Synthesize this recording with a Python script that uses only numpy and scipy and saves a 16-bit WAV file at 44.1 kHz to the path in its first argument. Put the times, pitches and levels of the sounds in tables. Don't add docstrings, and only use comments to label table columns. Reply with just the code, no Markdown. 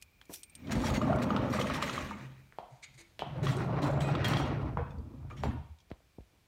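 import sys
import numpy as np
from scipy import signal
from scipy.fft import rfft, irfft
from scipy.io import wavfile
from scipy.ndimage import uniform_filter1d

SR = 44100
rng = np.random.default_rng(int(sys.argv[2]) if len(sys.argv) > 2 else 0)


def materialize(psi):
    bounded = np.clip(np.atleast_2d(psi).T, -1, 1)
    quanta = np.round(bounded * 32767).astype(np.int16)
    wavfile.write(sys.argv[1], SR, quanta)


def makeup_ratio(level_db):
    decades = np.asarray(level_db, float) / 20
    return 10 ** decades


N = 285471
PANEL_HIDDEN_S, STEP_IN_S = 2.125, 3.5
FULL_SPEED_DB, FIRM_DRAG_DB = -33, -50


def rms_one(x):
    return x / np.sqrt(np.mean(x ** 2) + 1e-20)


def peak_one(x):
    return x / np.max(np.abs(x))


def in_time(rows):
    s, *columns = np.transpose(rows)
    return [np.interp(np.arange(N) / SR, s, c) for c in columns]


def played(rows):
    silent = [-110] * (len(rows[0]) - 1)
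    before, after = [rows[0][0] - .05, *silent], [rows[-1][0] + 0.17, *silent]
    return in_time([before, *rows, after])


def drift(rate):
    r = np.exp(-2 * np.pi * rate / SR)
    slow = signal.lfilter([1], [1, -2 * r, r * r], rng.standard_normal(N + SR))
    return rms_one(slow[SR:])


def steady(x, span_s):
    return rms_one(x / np.sqrt(uniform_filter1d(x ** 2, int(span_s * SR)) + 0.12))


def band(x, low_hz, high_hz, order=2):
    return signal.sosfilt(signal.butter(order, [low_hz, min(high_hz, .45 * SR)], "band", fs=SR, output="sos"), x)


def resonate(x, hz, width_hz):
    r = np.exp(-np.pi * width_hz / SR)
    return signal.lfilter(np.array([1, 0, -1]) * (1 - r * r) / 2, [1, -2 * r * np.cos(2 * np.pi * hz / SR), r * r], x)


def ring(x, hz, t60):
    r, w = makeup_ratio(-60 / (t60 * SR)), 2 * np.pi * hz / SR
    return signal.lfilter([0, np.sin(w)], [1, -2 * r * np.cos(w), r * r], x + 1e-18)


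def clicks(times, db):
    out = np.zeros(N)
    out[(np.asarray(times) * SR).astype(int)] = makeup_ratio(db)
    return out


def coloured(x, spectrum):
    hz, db = np.transpose(spectrum)
    grid = np.log(np.arange(N // 2 + 1) * SR / N + 1)
    return rms_one(irfft(rfft(x) * makeup_ratio(np.interp(grid, np.log(hz), db)), N))


def grains(per_s, spread_db):
    sizes = makeup_ratio(spread_db * np.minimum(rng.exponential(1, N), 5)) * rng.choice([-1, 1], N)
    contacts = rms_one(sizes * (rng.random(N) < per_s / SR))
    return contacts + .5 * rng.standard_normal(N)


def body(peaks, bumps, lumpy_db, lump_rate):
    out = np.zeros(N)
    for k, (hz, width, db) in enumerate(peaks):
        gain = makeup_ratio(db + lumpy_db * drift(lump_rate))
        out += (-1) ** k * gain * rms_one(resonate(bumps, hz, width))
    return rms_one(out)


def bursts(rows, gain_db, rise_s, t60, cycles):
    out, t = np.zeros(N + SR), np.arange(SR // 5) / SR
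    for s, db, hz in rows:
        rough = rng.standard_normal(len(t)) * np.clip(t / rise_s, 0, 1) * makeup_ratio(-60 * t / t60)
        puff = band(resonate(rough, hz, hz / cycles), hz / 3.85, hz * 2.6, order=3)
        out[int(s * SR):][:len(t)] += makeup_ratio(db + gain_db) * peak_one(puff)
    return out[:N]


# (pitch [Hz], level [dB per Hz])
HISS_COLOUR = [(15, -16), (35, 12), (70, 10.5), (300, -5), (700, -10.5), (2000, -13), (3430, -14.5),
               (5000, -17), (10500, -23.5), (14000, -25), (16500, -26)]
# (time [s], level [dB])
HISS_LEVEL = [
    (0, -67),
    (3.1, -65),
    (5.8, -67.5),
    (6.5, -66.5),
]
# (time [s], level [dB])
INSECT_LEVEL = [
    (0, -75.5),
    (.6, -68),
    (2.5, -76),
    (3.1, -135),
    (4.5, -86),
    (5.3, -82),
    (6.5, -86),
]


def background():
    hiss = makeup_ratio(in_time(HISS_LEVEL)[0]) * coloured(rng.standard_normal(N), HISS_COLOUR)
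    chirr = rng.standard_normal(N)
    for _ in range(2):
        chirr = resonate(chirr, 2370, 260)
    throb = makeup_ratio(1.0 * drift(20))
    sizzle = makeup_ratio(-8.0) * rms_one(band(rng.standard_normal(N), 13500, 16000))
    insects = throb * steady(rms_one(chirr), 0.096) + sizzle
    return hiss + makeup_ratio(in_time(INSECT_LEVEL)[0]) * insects


# (time [s], peak level [dB], ringing pitch [Hz], ringing level [dB], 60 dB fade [s])
BEAD_CLINKS = [(0.015, -37, 9700, -32, 0.023), (0.0234, -24, 2450, -23.5, 0.046),
               (0.214, -40.5, 3320, -3, 0.0066), (0.254, -39, 7000, -26, 0.032),
               (0.338, -19.5, 8580, -20.5, 0.034), (0.36, -34, 5500, -15, 0.035),
               (0.4324, -22, 8640, -22.5, 0.068), (0.4973, -39.5, 8660, -14, 0.049),
               (0.5518, -24, 8670, -19, 0.05), (1.1594, -29, 3200, -28, 0.035),
               (3.377, -46, 3250, -20, 0.035), (3.5673, -27, 8100, -25, 0.13),
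               (4.2824, -20.5, 14350, -17, 0.021), (4.9062, -38, 2530, -24, 0.11),
               (4.9062, -40, 5310, -28, 0.06), (4.9062, -40, 6520, -30, 0.05),
               (4.9062, -40.5, 3500, -20, 0.082), (4.985, -42, 4600, -21, 0.038),
               (5.309, -53.5, 2380, 3.5, 0.074), (5.313, -59, 1185, 5, 0.096),
               (5.7865, -40, 3600, -21, 0.012), (5.813, -45, 5860, -21, 0.015),
               (5.803, -39, 3280, -24, 0.039), (5.901, -39, 4500, -27, 0.035)]


def clinks():
    s, db = np.transpose(BEAD_CLINKS)[:2]
    modes = np.zeros(N)
    for at_s, tick_db, hz, ring_db, t60 in BEAD_CLINKS:
        modes += ring(clicks([at_s], tick_db + ring_db), hz, t60)
    fade = signal.lfilter([1], [1, -makeup_ratio(-60 / (0.034 * SR))], clicks(s, db - 18.0) + 1e-18)
    fade = fade * rng.standard_normal(N)
    near = np.arange(N) < 4.6 * SR
    return modes + band(fade * near, 2400, 10200) + band(fade * ~near, 2700, 6700, order=3)


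def strike(db, hz, thud_db, crack_db, clatters):
    t = np.arange(SR // 2) / SR
    rough = rng.standard_normal(len(t))
    swell = (hz * t) ** 0.73 * np.exp(-1.9 * hz * t)
    pulse = peak_one(band(np.sin(2 * np.pi * hz * t) * swell, 60, 2.0 * hz, order=3))
    blow = (t == 0) + 0.058 * rough * makeup_ratio(-60 * t / 0.085)
    crack = band(blow, 1430, 4040, order=3) + 0.41 * resonate(blow, 3800, 320)
    crack = peak_one(crack + 0.082 * band(blow, 6200, 12700))
    thud = np.sin(2 * np.pi * 75 * t) * makeup_ratio(-60 * t / 0.065)
    thud += 0.88 * np.sin(2 * np.pi * 190 * t) * makeup_ratio(-60 * t / 0.098)
    shudder = 0.87 * rms_one(band(rough, 230, 890, order=3)) * makeup_ratio(-60 * t / 0.18)
    if clatters:
        shudder += rms_one(band(rough, 249, 2200, order=5)) * makeup_ratio(-12.5 - 60 * t / 0.17)
    hit = pulse * makeup_ratio(db - 2.5) + crack * makeup_ratio(crack_db - 7.0)
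    return hit, (thud + shudder) * np.clip(t / 0.0032, 0, 1) * makeup_ratio(thud_db - 2)


# (time [s], peak level [dB], pitch [Hz], thud level [dB], crack level [dB])
DRY_TAPS = [
    (0.214, -41.5, 1690, -68, -39),
    (5.448, -37, 350, -36, -40),
    (5.903, -46, 470, -47, -44),
    (5.914, -35, 1900, -62, -37.5),
    (6.003, -54, 620, -68, -74),
    (6.184, -38, 530, -65, -80),
    (6.207, -58, 600, -79, -53),
    (6.332, -71, 437, -64.5, -85),
]
# (time [s], peak level [dB], pitch [Hz], thud level [dB], crack level [dB])
DOOR_KNOCKS = [
    (0.294, -36.5, 302, -44.5, -45),
    (2.523, -40.5, 1750, -63, -61),
    (2.585, -23, 770, -49, -33.5),
    (3.192, -33, 726, -44.5, -20),
    (3.22, -18.5, 800, -38.5, -33),
    (3.785, -25, 810, -38, -42),
    (4.771, -17.5, 934, -32, -38.5),
    (5.301, -45, 1270, -46.5, -44),
    (5.435, -19, 870, -33.5, -22.5),
]


def knocks():
    out, send = np.zeros(N + SR), np.zeros(N + SR)
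    for table, room_db, clatters in [(DOOR_KNOCKS, -10, True), (DRY_TAPS, -22, False)]:
        for s, *settings in table:
            hit, sheet = strike(*settings, clatters)
            at = slice(int((s + .001) * SR), int((s + .001) * SR) + len(hit))
            out[at] += hit + sheet
            send[at] += hit * makeup_ratio(room_db)
    return out[:N], send[:N]


# (pitch [Hz], width [Hz], level [dB])
ROOM_COLOUR = [(710, 67, -1), (934, 31, -3), (1400, 76, -1), (3230, 1100, -2.5)]


def room(x):
    first_echo_s, t60_s = 0.0066, 0.62
    t = np.arange(int(SR * .7)) / SR
    tail = band(rng.standard_normal(len(t)), 350, 4200, order=1) * makeup_ratio(-60 * t / t60_s) * (t > first_echo_s)
    tail += sum(makeup_ratio(db) * resonate(tail, hz, width) for hz, width, db in ROOM_COLOUR)
    tail /= np.sqrt(np.sum(tail ** 2))
    tail[int(first_echo_s * SR)] += .45
    return signal.fftconvolve(x, tail)[:N]


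# (time [s], level [dB])
SLEEVE_BRUSH = [
    (.3, -63),
    (.325, -55),
    (.345, -42),
    (.37, -56.5),
    (.4, -60.5),
    (.415, -68),
]


def brush():
    rub = band(grains(per_s=38000, spread_db=7.0), 2500, 14500)
    rub = rub + 2.1 * resonate(rub, 5800, 200) + 1.1 * resonate(rub, 14200, 730)
    return makeup_ratio(played(SLEEVE_BRUSH)[0]) * rms_one(rub)


# (time [s], speed as drumming level [dB], drag as crunch level [dB])
OPENING_STROKE = [
    (0.52, -75, -81),
    (0.68, -41.5, -57),
    (0.78, -35, -53),
    (1.36, -32, -54),
    (1.62, -35.5, -46),
    (1.93, -43.5, -43),
    (2.15, -46, -54),
    (2.3, -57.5, -62),
    (2.48, -66.5, -83),
]
# (time [s], speed as drumming level [dB], drag as crunch level [dB])
SHUTTING_STROKE = [
    (3.24, -47.5, -64),
    (3.45, -36, -60),
    (3.86, -32, -52.5),
    (4.12, -34, -49.5),
    (4.42, -32.5, -44),
    (4.68, -37, -60.5),
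    (4.9, -46.5, -90),
    (5.36, -49.5, -76),
    (5.66, -58, -79),
]


def strokes():
    return np.maximum(played(OPENING_STROKE), played(SHUTTING_STROKE))


# (time [s], drumming level [dB], deep sway level [dB])
DOOR_LURCHES = [(0.77, -32, -35), (0.92, -54, -32), (1.01, -47, -77), (1.08, -28.5, -58),
                (1.13, -41, -33.5), (1.41, -55, -42), (1.72, -64, -44.5), (2.03, -50, -44.5),
                (3.45, -31.5, -46), (3.99, -31.5, -40), (4.11, -29, -43), (4.33, -30, -57),
                (4.46, -55, -38), (4.64, -49, -38), (4.79, -38.5, -34), (5.0, -57, -38.5),
                (5.25, -49.5, -42.5), (5.475, -33.5, -33), (5.56, -42, -39)]


def lurches():
    t, power = np.arange(N) / SR, np.zeros((2, N))
    for s, *db in DOOR_LURCHES:
        fall_db = np.where(t < s, 170 * (s - t), 167 * (t - s))
        power += makeup_ratio(2 * np.array(db))[:, None] * makeup_ratio(-2 * np.minimum(fall_db, 90))
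    return power


# (pitch [Hz], width [Hz], level [dB])
PANEL_OUTSIDE = [(133, 39.4, 2), (159, 79, 3.5), (202.5, 69, 4.5), (278, 33, -12.5)]
# (pitch [Hz], width [Hz], level [dB])
PANEL_INSIDE = [(99, 27, -2), (140.5, 22.2, 5), (208.4, 33.5, -5), (280, 104, -4.5)]
# (pitch [Hz], width [Hz], level [dB])
DOOR_SWAY = [(62.4, 27, -1.6), (82, 3.7, -0.16)]


def panel():
    speed_db, (drum_lurch, sway_lurch) = strokes()[0], lurches()
    drum_gain = np.sqrt(makeup_ratio(2 * speed_db) + drum_lurch)
    sway_db = -47 + 0.72 * (speed_db - FULL_SPEED_DB)
    sway_gain = np.sqrt(makeup_ratio(2 * sway_db) + sway_lurch)
    bumps = band(grains(per_s=300, spread_db=-1.0), 47, 410)
    hidden = np.clip((np.arange(N) / SR - PANEL_HIDDEN_S) / 0.29, 0, 1)
    drum = hidden * body(PANEL_INSIDE, bumps, 2.73, 6.8) + (1 - hidden) * body(PANEL_OUTSIDE, bumps, 1.07, 34.0)
    return drum_gain * steady(drum, 0.061) + sway_gain * steady(body(DOOR_SWAY, bumps, 0.15, 2.1), 0.1)


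# (time [s], level [dB], squeal pitch [Hz], hold [s], 60 dB fade [s])
SEAL_CATCHES = [(0.706, -28.5, 6850, 0.023, 0.11), (0.749, -35.5, 4530, 0.12, 1),
                (0.841, -30, 4760, 0.063, 0.045), (0.936, -27.5, 4400, 0.036, 0.064),
                (1.216, -31, 4440, 0.0094, 0.12), (1.524, -29.5, 4630, 0.017, 0.32),
                (1.591, -29, 5860, 0.032, 0.085), (1.496, -39, 6900, 0.013, 0.18),
                (1.559, -33, 7460, 0.012, 0.15), (1.636, -39, 8650, 0.019, 0.18),
                (1.665, -35, 9000, 0.008, 0.12), (1.936, -48, 8000, 0.012, 0.2),
                (5.296, -51.5, 3470, 0.028, 0.28), (3.827, -38.5, 7300, 0.03, 0.62),
                (3.828, -50, 3220, 0.018, 0.2), (3.476, -42, 1900, 0.026, 0.08),
                (3.9, -42, 1550, 0.017, 0.087), (1.733, -31, 5430, 0.031, 0.15),
                (1.817, -30.5, 5300, 0.022, 0.2), (1.857, -31.5, 6460, 0.046, 0.82),
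                (2.202, -54.5, 6240, 0.047, 0.23), (3.427, -35, 4030, 0.03, 0.54),
                (3.48, -34, 4550, 0.015, 0.52), (3.816, -34.5, 4500, 0.014, 0.23),
                (4.002, -31.5, 7800, 0.01, 0.45), (4.24, -32, 4500, 0.054, 0.57),
                (4.373, -33, 4470, 0.022, 0.27), (5.363, -46.5, 5570, 0.043, 0.31),
                (5.427, -39.5, 4600, 0.011, 0.33)]


def catches():
    seal, grit, squeal, t = np.zeros(N), np.zeros(N), np.zeros(N), np.arange(N) / SR
    rub = rng.standard_normal(N)
    for s, db, hz, hold, t60 in SEAL_CATCHES:
        grit_db = 5 if s > PANEL_HIDDEN_S else 3
        fade_db = 60 * np.clip(t - s - hold, 0, 2) / t60
        shape = np.clip((t - s) / 0.0048, 0, 1) * makeup_ratio(db - 18.0 - fade_db)
        seal += shape ** 2
        grit += (shape * makeup_ratio(grit_db)) ** 2
        at = slice(int(s * SR), int((s + hold + t60) * SR))
        squeal[at] += resonate(shape[at] * rub[at], hz, 170)
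    return seal, grit, makeup_ratio(11.0) * squeal


# (pitch [Hz], width [Hz], level [dB])
FRAME_OUTSIDE = [(330, 82, 1.5), (530, 13, -1.3), (606.5, 17, 0.06), (856, 110, -0.38), (1080, 260, -0.85)]
# (pitch [Hz], width [Hz], level [dB])
FRAME_INSIDE = [(323, 150, 1), (511, 220, 4.5), (590, 89, 4.5), (900, 410, 0.5), (1425, 210, -6)]


def frame_drone():
    speed_db, grit_db = strokes()
    gain = np.hypot(makeup_ratio(-39 + 1.77 * (speed_db - FULL_SPEED_DB)), makeup_ratio(grit_db - 4))
    gain = np.hypot(gain, makeup_ratio(-17) * np.sqrt(lurches()[0]))
    bumps = band(grains(per_s=1100, spread_db=2.0), 298, 2600)
    inside = np.arange(N) > STEP_IN_S * SR
    frame = np.where(inside, body(FRAME_INSIDE, bumps, 2.5, 9.8), body(FRAME_OUTSIDE, bumps, 0.96, 18.0))
    return gain * steady(frame, 0.059)


# (pitch [Hz], level [dB per Hz])
GRIT_COLOUR = [(710, 4.5), (1200, 4.5), (1650, 7.5), (1940, 8), (2480, 5), (3300, -11.5), (4840, -12.5),
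               (6000, -14), (7800, -63), (13200, -120)]
# (pitch [Hz], width [Hz], level [dB])
RAIL_MODES = [(1900, 17, 2), (2204, 38, 7), (2860, 180, 0.5), (3250, 180, 4), (3890, 760, 0),
              (4960, 770, -21)]
# (pitch [Hz], level [dB per Hz])
SEAL_COLOUR = [(2350, -6.5), (4000, -0.5), (4820, -10), (5410, -7.5), (8960, -12), (10200, -17.5),
               (11400, -19.5), (12300, -14.5), (14500, -28), (16000, -14)]
# (pitch [Hz], width [Hz], level [dB])
EDGE_MODES = [(5650, 160, 0), (6600, 120, -1), (7300, 140, -2), (8650, 130, -6), (9700, 200, -16),
              (11200, 160, -10), (13300, 250, -12)]


def track_and_seal():
    grit_db = strokes()[1]
    shut_side = np.arange(N) > PANEL_HIDDEN_S * SR
    seal_db = np.where(shut_side, -102, -63) + 0.66 * (grit_db - FIRM_DRAG_DB)
    seal_catch, grit_catch, squeal = catches()
    flutter = drift(9.1)
    crunch = grains(per_s=1500, spread_db=1.5)
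    grit = coloured(crunch, GRIT_COLOUR) * makeup_ratio(2.84 * flutter) + 0.44 * body(RAIL_MODES, crunch, 4.6, 24)
    seal = coloured(grains(per_s=5600, spread_db=4.0), SEAL_COLOUR) * makeup_ratio(2.4 * flutter + 2.0 * drift(29))
    seal += .45 * body(EDGE_MODES, rng.standard_normal(N), 5.5, 12)
    grit *= np.sqrt(makeup_ratio(2 * grit_db) + grit_catch)
    seal *= np.sqrt(makeup_ratio(2 * seal_db) + seal_catch)
    return grit + seal + squeal


# (time [s], peak level [dB], pitch [Hz])
OUTSIDE_JOLTS = [(0.695, -30.5, 666), (0.719, -35, 646), (0.757, -28, 616), (0.835, -24.5, 890),
                 (0.882, -22.5, 652), (0.908, -26, 622), (0.968, -26, 547), (1.011, -25, 633),
                 (1.038, -34, 655), (1.07, -23, 584), (1.094, -27, 586), (1.157, -34, 624),
                 (1.223, -44, 610), (1.302, -39, 616), (1.337, -25, 503), (1.369, -24, 610),
                 (1.438, -29, 590), (1.48, -26, 546), (1.55, -25, 588), (1.593, -22, 494),
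                 (1.65, -26.5, 600), (1.775, -26.5, 910), (1.828, -25.5, 585), (1.932, -30, 502),
                 (1.982, -38, 580), (2.108, -31, 900)]
# (time [s], peak level [dB], pitch [Hz])
INSIDE_JOLTS = [(3.321, -41, 710), (3.354, -31.5, 520), (3.379, -33, 810), (3.43, -25, 367),
                (3.464, -25, 1286), (3.563, -23, 383), (3.607, -31, 383), (3.733, -41, 350),
                (3.82, -20, 291), (3.887, -21, 558), (3.968, -20.5, 570), (4.081, -22.5, 820),
                (4.131, -24.5, 332), (4.151, -24, 278), (4.244, -29, 604), (4.337, -49, 297),
                (4.4, -40, 513), (4.637, -37, 285), (4.69, -41, 288), (4.768, -25.5, 874),
                (4.978, -43.5, 440), (5.056, -57, 283), (5.127, -41, 280), (5.184, -56, 328),
                (5.243, -36, 274), (5.272, -54, 283), (5.303, -34.5, 1200), (5.407, -64, 926)]
# (time [s], peak level [dB], pitch [Hz])
FRAME_SURGES = [(0.895, -35, 1090), (0.945, -44, 2060), (0.95, -49, 2700), (1.088, -19, 640),
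                (1.106, -25.5, 770), (1.15, -25, 610), (1.42, -24, 560), (1.54, -27.5, 620),
                (1.575, -27.5, 540), (1.69, -26.5, 610), (3.845, -23.5, 900), (4.40, -28, 734),
                (4.775, -37.5, 1560), (4.78, -27.5, 484), (4.82, -45, 1260), (4.80, -50, 2150),
                (4.86, -47, 1660), (2.1, -45, 330), (2.22, -43, 325), (3.5, -25.5, 193), (4.5, -26.5, 262),
                (4.58, -35, 274), (4.66, -46, 270), (5.46, -42, 1000), (5.5, -43, 1770), (5.56, -44, 915),
                (5.13, -50, 530), (5.31, -46, 1260), (5.37, -45, 3100), (3.2, -34, 2950)]
# (time [s], peak level [dB], pitch [Hz])
GRIT_CRACKS = [(0.67, -38, 3250), (0.6934, -29, 1800), (0.7172, -23, 5570), (0.814, -40, 1900),
               (1.0226, -32, 1900), (1.0484, -48, 1830), (1.0854, -38, 1890), (1.4984, -39, 2240),
               (1.5604, -29, 2230), (1.5915, -23, 1890), (1.7434, -25, 3270), (1.8704, -25, 1930),
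               (1.9324, -40, 1800), (3.27, -45, 3000), (3.445, -34, 1870), (3.489, -25, 1940),
               (3.7, -41, 2480), (3.7354, -49, 2570), (3.7858, -30, 1800), (3.8267, -38, 4050),
               (4.2914, -31, 2660), (4.3986, -35, 2190), (4.5422, -41, 2340)]


def jolts():
    short = bursts(OUTSIDE_JOLTS + INSIDE_JOLTS, gain_db=-7.5, rise_s=0.009, t60=0.038, cycles=17.8)
    long = bursts(FRAME_SURGES, gain_db=-4.5, rise_s=0.013, t60=0.098, cycles=8.7)
    return short + long + bursts(GRIT_CRACKS, gain_db=-10, rise_s=0.003, t60=0.039, cycles=5.9)


# (time [s], peak level [dB], bright tick level [dB])
RATTLE_TAPS = [(0.721, -36, -41), (0.755, -27, -80), (0.837, -21, -51), (0.9006, -19, -44),
               (0.955, -37, -43), (1.015, -12.5, -31), (1.129, -16, -36.5), (1.1855, -16.5, -36),
               (1.3039, -13, -30.5), (1.3623, -12, -24.5), (1.417, -20.5, -59), (1.482, -21, -56),
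               (1.535, -14.5, -41), (1.5878, -13.5, -59), (1.6117, -25, -20.5), (1.6433, -16, -62),
               (1.67, -38, -48), (1.699, -11, -27), (1.757, -14, -42), (1.8241, -9, -19),
               (1.8946, -15, -24), (1.978, -12.5, -88), (2.1098, -21, -57), (3.468, -14.5, -24),
               (4.006, -55, -29), (4.088, -19, -35), (4.1513, -13.5, -26.5), (4.244, -42, -22),
               (4.3345, -16, -21.5), (4.3687, -21, -23)]
# (pitch [Hz], level [dB], 60 dB fade [s])
ROLLER_MODES = [(1150, 3.5, 0.024), (1246, 5.5, 0.022), (1430, -25, 0.018)]


def rattle():
    modes, ticks, t = np.zeros(N + SR), np.zeros(N + SR), np.arange(SR // 10) / SR
    rise = 1 - np.exp(-t / 0.0012)
    for s, db, tick_db in RATTLE_TAPS:
        chance, rough = rng.standard_normal(4), rng.standard_normal(len(t))
        at = slice(int(s * SR), int(s * SR) + len(t))
        for (mode_hz, mode_db, t60), c in zip(ROLLER_MODES, chance):
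            tone = np.sin(2 * np.pi * mode_hz * (1 + 0.04 * c) * t)
            modes[at] += rise * tone * makeup_ratio(db + mode_db - 16.0 + 1.5 * c - 60 * t / t60)
        hz = (3300 if s > PANEL_HIDDEN_S else 2900) * np.exp(0.015 * chance[3])
        tick = rough * makeup_ratio(0.5 - 60 * t / 0.03) + np.sin(2 * np.pi * hz * t) * makeup_ratio(-4.0 - 60 * t / 0.014)
        ticks[at] += rise * makeup_ratio(tick_db) * tick
    return band(modes[:N], 640, 3400) + band(ticks[:N], 1950, 4090)


# (time [s], level [dB], pitch [Hz], hold [s])
SINGING_MODES = [(0.937, -48, 2040, 0.03), (0.94, -52, 2730, .012), (2.824, -59, 2234, 0.038),
                 (2.98, -70, 2210, 0.072), (0.845, -50.5, 3276, 0.037), (3.45, -52, 1924, 0.055),
                 (3.817, -52, 4060, 0.022), (3.822, -55, 3120, 0.031), (4.011, -52, 2490, 0.1),
                 (4.013, -58, 3990, 0.037), (4.242, -38, 3250, 0.0098), (4.245, -52, 4240, 0.043),
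                 (4.248, -63, 5730, 0.18), (4.28, -63, 7230, 0.036), (4.368, -53, 3300, 0.065),
                 (4.783, -72, 2570, 0.081), (5.445, -72, 2650, 0.069)]


def singing():
    out, t, width_hz = np.zeros(N + SR), np.arange(SR // 3) / SR, 55
    for s, db, hz, hold in SINGING_MODES:
        rough = rng.standard_normal(len(t))
        mode = steady(resonate(resonate(rough, hz, width_hz), hz, 3 * width_hz), .015)
        fade_db = 60 * np.clip(t - hold, 0, 1) / 0.15
        out[int(s * SR):][:len(t)] += mode * np.clip(t / 0.002, 0, 1) * makeup_ratio(db - fade_db)
    return out[:N]


# (time [s], level [dB], pitch [Hz], hold [s])
PANEL_HUMS = [
    (2.19, -44, 132, 0.11),
    (2.709, -48, 129.3, 0.026),
    (2.87, -55.5, 133, 0.034),
    (2.941, -51, 130, 0.024),
    (2.971, -62, 337, 0.057),
    (3.478, -20, 132.8, 0.026),
    (5.372, -39, 144.6, 0.03),
    (5.683, -43.5, 78, 0.037),
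]


def hums():
    t, tones = np.arange(N) / SR, np.zeros(N)
    for s, db, hz, hold in PANEL_HUMS:
        t60 = 0.94 * min(hold / 0.18, 1)
        fade_db = 60 * np.clip(t - s - hold, 0, 2) / t60
        tones += np.clip((t - s) / 0.025, 0, 1) * np.sin(2 * np.pi * hz * t) * makeup_ratio(db - 0.5 - fade_db)
    return makeup_ratio(1.24 * drift(25)) * tones


# (time [s], level [dB], hold [s], top pitch [Hz], dull rub level [dB])
SHOE_SCUFFS = [
    (2.692, -79, 0.091, 8350, -78),
    (2.822, -53.5, 0.023, 7800, -79),
    (2.936, -62, 0.0088, 10500, -85),
    (2.97, -63, 0.046, 11200, -62.5),
]
# (pitch [Hz], width [Hz], level [dB])
SOLE_MODES = [(2190, 123, 2.5), (2920, 49, -20), (3910, 300, -6.5), (4680, 14, 2), (6120, 100, -6),
              (7100, 200, -17), (6700, 41, -1), (8100, 60, -7)]


def scuffs():
    t, rub, dull = np.arange(N) / SR, np.zeros(N), np.zeros(N)
    grit = rms_one(grains(per_s=10000, spread_db=3.0))
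    for s, db, hold, top_hz, dull_db in SHOE_SCUFFS:
        fade_db = 60 * np.clip(t - s - hold, 0, 2) / 0.051
        drag = np.clip((t - s) / 0.017, 0, 1) * makeup_ratio(-fade_db) * grit
        rub += makeup_ratio(db) * band(drag, 1200, top_hz, order=3)
        dull += makeup_ratio(dull_db + 10.5) * drag
    whistle = sum(makeup_ratio(db + 17.5) * resonate(rub, hz, 2.3 * width) for hz, width, db in SOLE_MODES)
    return rub + band(dull, 230, 1000) + whistle


# (time [s], peak level [dB], 60 dB fade [s])
HEEL_THUMPS = [
    (5.9144, -31.5, 0.053),
    (6.184, -39, 0.14),
    (6.205, -49, 0.16),
]


def heels():
    out, t = np.zeros(N + SR), np.arange(SR // 4) / SR
    top_hz, end_hz, slide_s = 520, 62, .0018
    turns = end_hz * t + top_hz * slide_s * (1 - np.exp(-t / slide_s))
    for s, db, t60 in HEEL_THUMPS:
        out[int(s * SR):][:len(t)] += np.sin(2 * np.pi * turns) * makeup_ratio(db - 60 * t / t60)
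    return band(out[:N], 25, 910, order=3)


def scene():
    hits, send = knocks()
    small = jolts() + rattle() + scuffs()
    door = panel() + frame_drone() + track_and_seal() + hums()
    dry = clinks() + hits + brush() + door + small + heels()
    return (background() + dry + room(send + makeup_ratio(-11.5) * small) + singing())[None]


def roll_off(x):
    return signal.sosfilt(signal.butter(12, 15840, fs=SR, output="sos"), x)


def record(dry):
    low_cut = signal.sosfilt(signal.butter(3, 42, "high", fs=SR, output="sos"), dry)
    top_cut = signal.sosfilt(signal.cheby2(12, 60, 16750, fs=SR, output="sos"), low_cut)
    return roll_off(top_cut)


dry = scene()
out = record(dry)
materialize(out)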